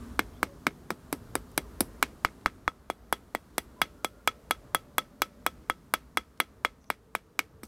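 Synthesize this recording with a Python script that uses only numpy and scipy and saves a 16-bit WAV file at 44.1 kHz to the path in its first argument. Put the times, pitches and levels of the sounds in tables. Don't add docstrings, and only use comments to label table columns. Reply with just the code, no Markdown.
import sys
import numpy as np
from scipy import signal
from scipy.fft import rfft, irfft
from scipy.io import wavfile
from scipy.ndimage import uniform_filter1d

SR = 44100
rng = np.random.default_rng(int(sys.argv[2]) if len(sys.argv) > 2 else 0)


def invert_db(x):
    u = np.asarray(x, float) / 20
    return 10 ** u


def master_out(mix):
    frames = np.transpose(np.atleast_2d(mix))
    ceiling = np.clip(frames, -1, 1)
    pcm = np.round(ceiling * 32767).astype(np.int16)
    wavfile.write(sys.argv[1], SR, pcm)


N = 338247

# [t/s, knock peak level/dB, knock f/Hz, block face level/dB re knock, brass tick level/dB re knock]
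TAPS = [(0.193, -10.5, 1250, -4, -3), (0.4305, -8.5, 1320, -13, -6),
        (0.6683, -10.5, 1353, -4, -6.5), (0.905, -15, 1210, -13, -5),
        (1.1278, -18.5, 920, -10, 2.5), (1.3541, -14, 1000, -11, 1.5), (1.578, -14.5, 963, -4, 5.5),
        (1.807, -18, 850, -10, 13.5), (2.0275, -7.5, 1320, -9, -2),
        (2.2492, -3.5, 1365, -16.5, -19.5), (2.4608, -4, 1370, -18.5, -20.5),
        (2.6791, -6, 1350, -28, -27.5), (2.901, -15, 832, -13.5, -11), (3.127, -9.5, 1000, -15, -5),
        (3.35, -15.5, 840, -7, -7.5), (3.5818, -15.5, 833, -6.5, 5),
        (3.8171, -10.5, 1133, -3.5, 1), (4.0468, -15.5, 840, -6, 0), (4.276, -10.5, 1040, -3, -3.5),
               (4.51, -11.5, 1050, -6, -1), (4.7482, -9.5, 1160, -13, -1), (4.9828, -10, 1220, -9.5, -2),
               (5.22, -10.5, 1200, -9, 0.5), (5.465, -10, 1154, -10.5, -4),
               (5.6992, -9.5, 1274, -12.5, -13), (5.939, -10, 1197, -7.5, -1),
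               (6.1729, -11, 1267, -5.5, -5.5), (6.402, -12, 1240, -2, 0), (6.6494, -9, 1286, -7, -11),
               (6.9026, -11.5, 1118, -10, -8), (7.1517, -13, 1160, -9.5, -7.5), (7.3921, -15, 1300, 1.5, 1),
               (7.6337, -33.5, 1400, -11, -0.5)]
# [t/s, rod freedom level/dB re knock, landing away from the second node level/dB, main face f/Hz]
HOLD = [(.19, -45, 7, 2290), (.67, -35.5, -21, 2330), (.95, -32, -16, 2260), (1.35, -31, -19, 2260),
        (1.6, -36, 2.5, 2280), (2.03, -38, -9.5, 2374), (2.601, -35, -14, 2270), (3.0, -27.5, -3.5, 2256),
        (3.5, -38, 1.5, 2010), (3.82, -23.5, -2.5, 2240), (4.25, -18.5, -7.5, 2320), (4.8, -23.5, -4, 2140),
        (5.401, -25.5, -7.5, 2440), (5.75, -25.5, -9, 2252), (6.4, -25.5, -2, 2217),
        (6.899, -36, -4.5, 2340), (7.15, -33.5, -6, 2396), (7.63, -27.5, -20, 2350)]
FOLLOWS = {"thump": (-27.5, -0.07, 0, 0.13, 7.5), "low face": (-19, 1.12, 0.95, 0.75, 5),
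           "high face": (-30, 0.77, 1.08, 0.2, -3), "edge": (-24, -0.1, 0.43, 0.67, 0),
           "third mode": (-63.5, -0.3, 0.2, 1.7, -4.5), "echo": (-51, 0.66, 0.33, 0.4, -3),
           "rattle": (-57.5, -0.2, -0.5, 0.72, -0.5), "bright": (7.5, -0.02, -0.18, 0.42, -3.5),
           "puff": (-47.5, 2.5, -0.25, -0.04, 2)}
# [first mode, second mode, brass brightness; dB per octave]
GLANCE_DB_PER_OCT = (6.5, 2, -2)
# [f/Hz, width/Hz, level/dB]
BRASS = [(5610, 2500, 1.5), (8320, 1200, 4), (10720, 3500, 8), (13600, 1300, -5), (15000, 1200, -17)]
# [f/Hz, level/dB, t60/s]
BLOCK = [(1700, -1, 0.0053), (2790, 4, 0.0084), (3833, -7, 0.01), (4997, -13, 0.011)]
# [level/dB re a tap's ring, gripped t60/s, freed t60/s]
ROD = [(11.5, .055, .2), (16.5, 0.05, 0.12), (8, 0.075, .12), (7, .035, .06)]
ROD_RISE_S = (.0022, .0008, .0012, .0006)
# [level/dB re first mode, t60/s]
ROD_LOW = (-7.5, 0.09)
# [delay t/s, level/dB re wall echo]
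ECHOES = [(.0092, 14.5), (0.0163, -10), (0.034, -22)]
# [delay t/s, level/dB]
MIRRORS = [(0.0197, -30), (.038, -36)]
# [t/s, peak level/dB, centre f/Hz]
TICKS = [
    (1.516, -51, 9500),
    (2.412, -54.5, 1700),
    (6.375, -56.5, 4570),
    (6.842, -55, 3030),
    (7.652, -50, 6920),
]
# [t/s, length/s, f/Hz, width/Hz, level/dB]
FAR = [(0, .13, 238, 20, -48), (.46, .13, 560, 15, -58), (3.757, .053, 1008, 14, -59),
       (3.95, .28, 1400, 37, -70), (4.55, .95, 585, 40, -66), (3.65, .8, 590, 40, -69),
       (6.808, .033, 6000, 980, -74.5), (6.856, .035, 6000, 900, -73), (6.9, .75, 436, 50, -67),
       (0, 7.4, 58.5, 27, -63), (.33, .03, 3270, 280, -71), (.365, .02, 3480, 200, -68),
       (0, 2.2, 412, 30, -68), (.3, 1.22, 244, 24, -60)]
# [f/Hz, level/dB per Hz]
TOWN = [(18, -36), (30, -4.5), (55, 7), (135, -1.5), (248, -2), (350, -8.5), (432, -7), (752, -21),
        (1270, -20.5), (2670, -35.5), (3860, -36), (14500, -41), (16500, -50)]
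# [t/s, gain level/dB, traffic level/dB]
GAIN = [(0, 8, -3.5), (.36, 4, 1.9), (.92, 1.5, -.5), (1.15, 3, -0.5), (1.54, 5, 0), (1.9, 4.5, 2),
        (2.2, 3, -2.5), (2.71, -2, 0.5), (3.25, -1.5, -1.5), (3.6, .8, 2.5), (3.93, 0, -4),
        (4.62, 0.1, 1.5), (5.04, -1.5, 2), (5.6, -0.7, 3), (6.3, -3, 3), (6.88, -6, -1.5), (7.39, -5, 1.5),
        (7.67, -5.5, 5)]
# [rumble, drone, road, hiss; level/dB]
AIR_DB = (-58.5, -57.5, -64.5, -70.5)
# [slope/dB per dB of gain, of traffic]
AIR_SLOPE = [(1.3, 0.99), (1, .3), (0.87, .1), (1.02, .02)]

AIR_BANDS_HZ = [(15, 130), (130, 600), (600, 2600), (2600, 17000)]
SWELL_DB, FLICKER_DB = (1.6, .8, .5, .3), (1.3, 1.3, .8, .4)
ROD_HZ, TWIN_RATIO, ROD_LOW_HZ = (1297, 3348, 5950, 12500), 1.008, 517
BOUNCE_DB, GRAIN_DB, GRIP_DB = 2., 1.5, 1.5
MEAN_KNOCK_DB, MEAN_FACE_DB, MEAN_TICK_DB = -11, -20, -15
UPRIGHT_TILL_S, EDGE_ON_S, EDGE_LATE_S = 1.9, (.8, 1.9), .0009
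THUMP_SINKS_DB_PER_S = -0.7
SPAN = int(.16 * SR)
LEAD_S = .001
INPUT_LIMIT = .45


def unit(x):
    return x / np.sqrt(np.mean(x ** 2))


def fade(t, t60, rise=1e-5):
    t = np.maximum(t, 0)
    return (1 - np.exp(-t / rise)) * np.exp(-np.log(1000) * t / t60)


def mode(t, hz, t60, rise):
    return np.sin(2 * np.pi * hz * np.maximum(t, 0)) * fade(t, t60, rise)


def band(x, hz, width_hz):
    return signal.lfilter(*signal.iirpeak(min(hz, .45 * SR), hz / width_hz, SR), x)


def flutter(count, depth_db, size=70):
    wander = uniform_filter1d(rng.standard_normal((count, SPAN)), size=size)
    return invert_db(depth_db * unit(wander))


def place(times, sounds):
    out = np.zeros(N + SPAN)
    for s, sound in zip(times, sounds):
        start = int(s * SR)
        out[start:start + len(sound)] += sound
    return out[:N]


def taps():
    s, knock_db, hz, face_re_knock, tick_re_knock = np.array(TAPS).T[:, :, None]
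    face_db, tick_db = knock_db + face_re_knock, knock_db + tick_re_knock
    hold_s, *hold = np.transpose(HOLD)
    free_db, second_db, face_hz = (np.interp(s, hold_s, column) for column in hold)
    first_glance, second_glance, bright_glance = (db * np.log2(hz / hz.mean()) for db in GLANCE_DB_PER_OCT)

    law = {}
    for name, (db, per_knock, per_face, per_tick, upright_db) in FOLLOWS.items():
        law[name] = (db + per_knock * (knock_db - MEAN_KNOCK_DB) + per_face * (face_db - MEAN_FACE_DB)
                     + per_tick * (tick_db - MEAN_TICK_DB) + upright_db * (s < UPRIGHT_TILL_S))
    thump_db = law["thump"] + THUMP_SINKS_DB_PER_S * (s - N / SR / 2)
    mode_db = np.hstack([law[part] - face_db for part in ("low face", "high face", "edge")])
    ring_db = np.hstack([knock_db + free_db + first_glance,
                         knock_db + free_db + second_db + second_glance,
                         law["third mode"] + 0.53 * (free_db + 33)])
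    edge_on = (s > EDGE_ON_S[0]) & (s < EDGE_ON_S[1])

    t = np.arange(SPAN) / SR - LEAD_S
    sound = invert_db(knock_db) * wood(t, hz, thump_db - knock_db, face_re_knock, face_hz, mode_db, edge_on)
    sound += brass(t, tick_db, law["rattle"], law["bright"] + bright_glance)
    sound += rod(t, ring_db) + garden(t, law["echo"])
    small = signal.butter(3, 225, "high", fs=SR, output="sos")
    sound = mirrored(signal.sosfilt(small, sound)) + hands(t - LEAD_S, thump_db, law["puff"])
    return place(s[:, 0] - LEAD_S - .0001, sound)


def wood(t, hz, thump_db, face_db, face_hz, mode_db, edge_on):
    pitch = np.exp(.02 * rng.standard_normal((len(hz), len(BLOCK) + 1)))
    late = t - EDGE_LATE_S * edge_on
    contact = (np.pi * hz * late) ** 2
    knock = invert_db(2.0) * (1 - 2 * contact) * np.exp(-contact)
    knock -= invert_db(-2) * mode(late - 0.46 / hz, hz, 0.0034, 0.00051)
    face = mode(t, face_hz, 0.0084, 0.00068) + invert_db(-28) * mode(t, 0.93 * face_hz, .07, .002)
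    for k, (f, db, t60) in enumerate(BLOCK):
        level_db = db + mode_db[:, [min(k, 2)]]
        face += invert_db(level_db) * mode(t, f * pitch[:, [k]], t60, 0.0011)
    thump = mode(t + 0.0011, 295 * pitch[:, -1:], 0.018, 0.0025)
    return np.where(edge_on, -knock, knock) + invert_db(face_db + 10) * face + invert_db(thump_db + 8) * thump


def brass(t, tick_db, rattle_db, bright_db):
    grit = rng.standard_normal((len(tick_db), SPAN))
    snap = fade(t + .0006, 0.0017, 0.000067)
    snap += invert_db(-10) * fade(t, 0.011, 0.0013)
    snap += invert_db(-32.5) * fade(t - ECHOES[0][0], 0.0073, 3e-4)
    rattle = fade(t, 0.019, 0.0025) + invert_db(-16.5) * fade(t, 0.18, .005)
    rattle = rattle * flutter(len(grit), BOUNCE_DB)

    def resonate(part):
        return unit(sum(invert_db(db) * band(band(grit, hz, w), hz, 2 * w) for hz, w, db in part))

    dull, bright = resonate(BRASS[:2]), resonate(BRASS[2:])
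    share = 1 / (1 + invert_db(-2 * (bright_db - 5.0)))
    metal = np.sqrt(1 - share) * dull + np.sqrt(share) * bright
    return metal * (invert_db(tick_db + 5.0) * snap + invert_db(rattle_db + 18.0) * rattle)


def rod(t, ring_db):
    pitch = np.exp(.002 * rng.standard_normal((len(ring_db), len(ROD))))
    ring = invert_db(ring_db[:, [0]] + ROD_LOW[0]) * mode(t, ROD_LOW_HZ, ROD_LOW[1], 0.00067)
    for k, (hz, (db, gripped, freed), rise) in enumerate(zip(ROD_HZ, ROD, ROD_RISE_S)):
        pair = mode(t, hz * pitch[:, [k]], gripped, rise)
        pair = pair + invert_db(-24) * mode(t, TWIN_RATIO * hz, freed, 0.0036)
        ring = ring + invert_db(ring_db[:, [min(k, 2)]] + db) * pair
    return ring * flutter(len(ring), GRIP_DB, size=250)


def hands(t, thump_db, low_pulse_db):
    noise = rng.standard_normal((len(thump_db), SPAN))
    flesh = unit(band(band(noise, 235, 200), 235, 260) + invert_db(-9) * band(noise, 340, 250))
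    shudder = flesh * fade(t, .09, 0.0022)
    return invert_db(thump_db - 11.5) * shudder + invert_db(low_pulse_db) * np.exp(-(t / 0.0046) ** 2)


def garden(t, echo_db):
    noise = rng.standard_normal((len(echo_db), SPAN))
    colour = band(band(noise, 1800, 1500), 1800, 2900)
    colour += invert_db(-3.5) * band(band(noise, 1000, 700), 670, 1400)
    colour += invert_db(-13.0) * band(band(noise, 3500, 3000), 4500, 5200)
    colour += invert_db(4.5) * band(noise, 500, 300)
    slaps = sum(invert_db(db) * fade(t - s, 0.0039, 6e-4) for s, db in ECHOES)
    tail = fade(t, 0.065, .0007) + invert_db(-19.0) * fade(t, 0.3, 0.0032)
    returns = flutter(len(noise), GRAIN_DB) * tail + invert_db(-6.6) * slaps
    return invert_db(echo_db + 14) * unit(colour) * returns


def mirrored(sound):
    dull = band(sound, 1900, 2600)
    out = sound.copy()
    for s, db in MIRRORS:
        rough = rng.standard_normal((len(sound), 200)) * fade(np.arange(200) / SR, .006, 3e-4)
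        rough /= np.linalg.norm(rough, axis=1, keepdims=True)
        smeared = signal.fftconvolve(dull, rough, axes=1)
        out += invert_db(db) * np.pad(smeared, ((0, 0), (int(s * SR), 0)))[:, :SPAN]
    return out


def ticks():
    t = np.arange(2000) / SR
    clicks = []
    for _, db, hz in TICKS:
        noise = rng.standard_normal(len(t))
        clicks.append(invert_db(db) * unit(band(noise, hz, 0.83 * hz)) * fade(t, 0.013, 0.00016))
    return place([s for s, _, _ in TICKS], clicks)


def far_tones():
    out, t = np.zeros(N), np.arange(N) / SR
    for s, length, hz, width, db in FAR:
        since = t - s + .2 * length * (s == 0)
        swell = np.clip(np.minimum(since, s + length - t) / (0.083 * length), 0, 1)
        tone = swell * band(band(rng.standard_normal(N), hz, width), hz, width)
        out += invert_db(db) * unit(tone) * np.sqrt(np.mean(swell ** 2))
    return out


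def walk(rate):
    k = int(SR / rate)
    steps = np.repeat(rng.standard_normal(N // k + 1), k)
    return 1.5 * uniform_filter1d(uniform_filter1d(steps, k), k)[:N]


def air():
    t, out, swell = np.arange(N) / SR, np.zeros(N), walk(5)
    s, *controls = np.transpose(GAIN)
    gain_db, traffic_db = (np.interp(t, s, column) for column in controls)
    freq = np.maximum(np.fft.rfftfreq(N, 1 / SR), 1)
    town_hz, town_db = np.transpose(TOWN)
    spectrum = rfft(rng.standard_normal(N)) * invert_db(np.interp(np.log(freq), np.log(town_hz), town_db))
    layers = zip(AIR_BANDS_HZ, AIR_DB, AIR_SLOPE, SWELL_DB, FLICKER_DB)
    for (lo, hi), db, (per_gain, per_traffic), swell_db, flicker_db in layers:
        cuts = np.geomspace(lo, hi, num=5)
        layer = sum(invert_db(flicker_db * walk(4.1)) * irfft(spectrum * ((freq >= a) & (freq < b)), N)
                    for a, b in zip(cuts, cuts[1:]))
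        level_db = db + per_gain * gain_db + per_traffic * traffic_db
        out += invert_db(level_db + swell_db * swell) * unit(layer)
    return out


def scene():
    return (taps() + ticks() + far_tones() + air())[None]


def low_pass(x):
    return signal.sosfilt(signal.butter(12, 16880, fs=SR, output="sos"), x)


def record(dry):
    top = signal.cheby2(10, 55, 17050, fs=SR, output="sos")
    clipped = np.clip(dry, -INPUT_LIMIT, INPUT_LIMIT)
    return low_pass(signal.sosfilt(top, clipped))


dry = scene()
out = record(dry)
master_out(out)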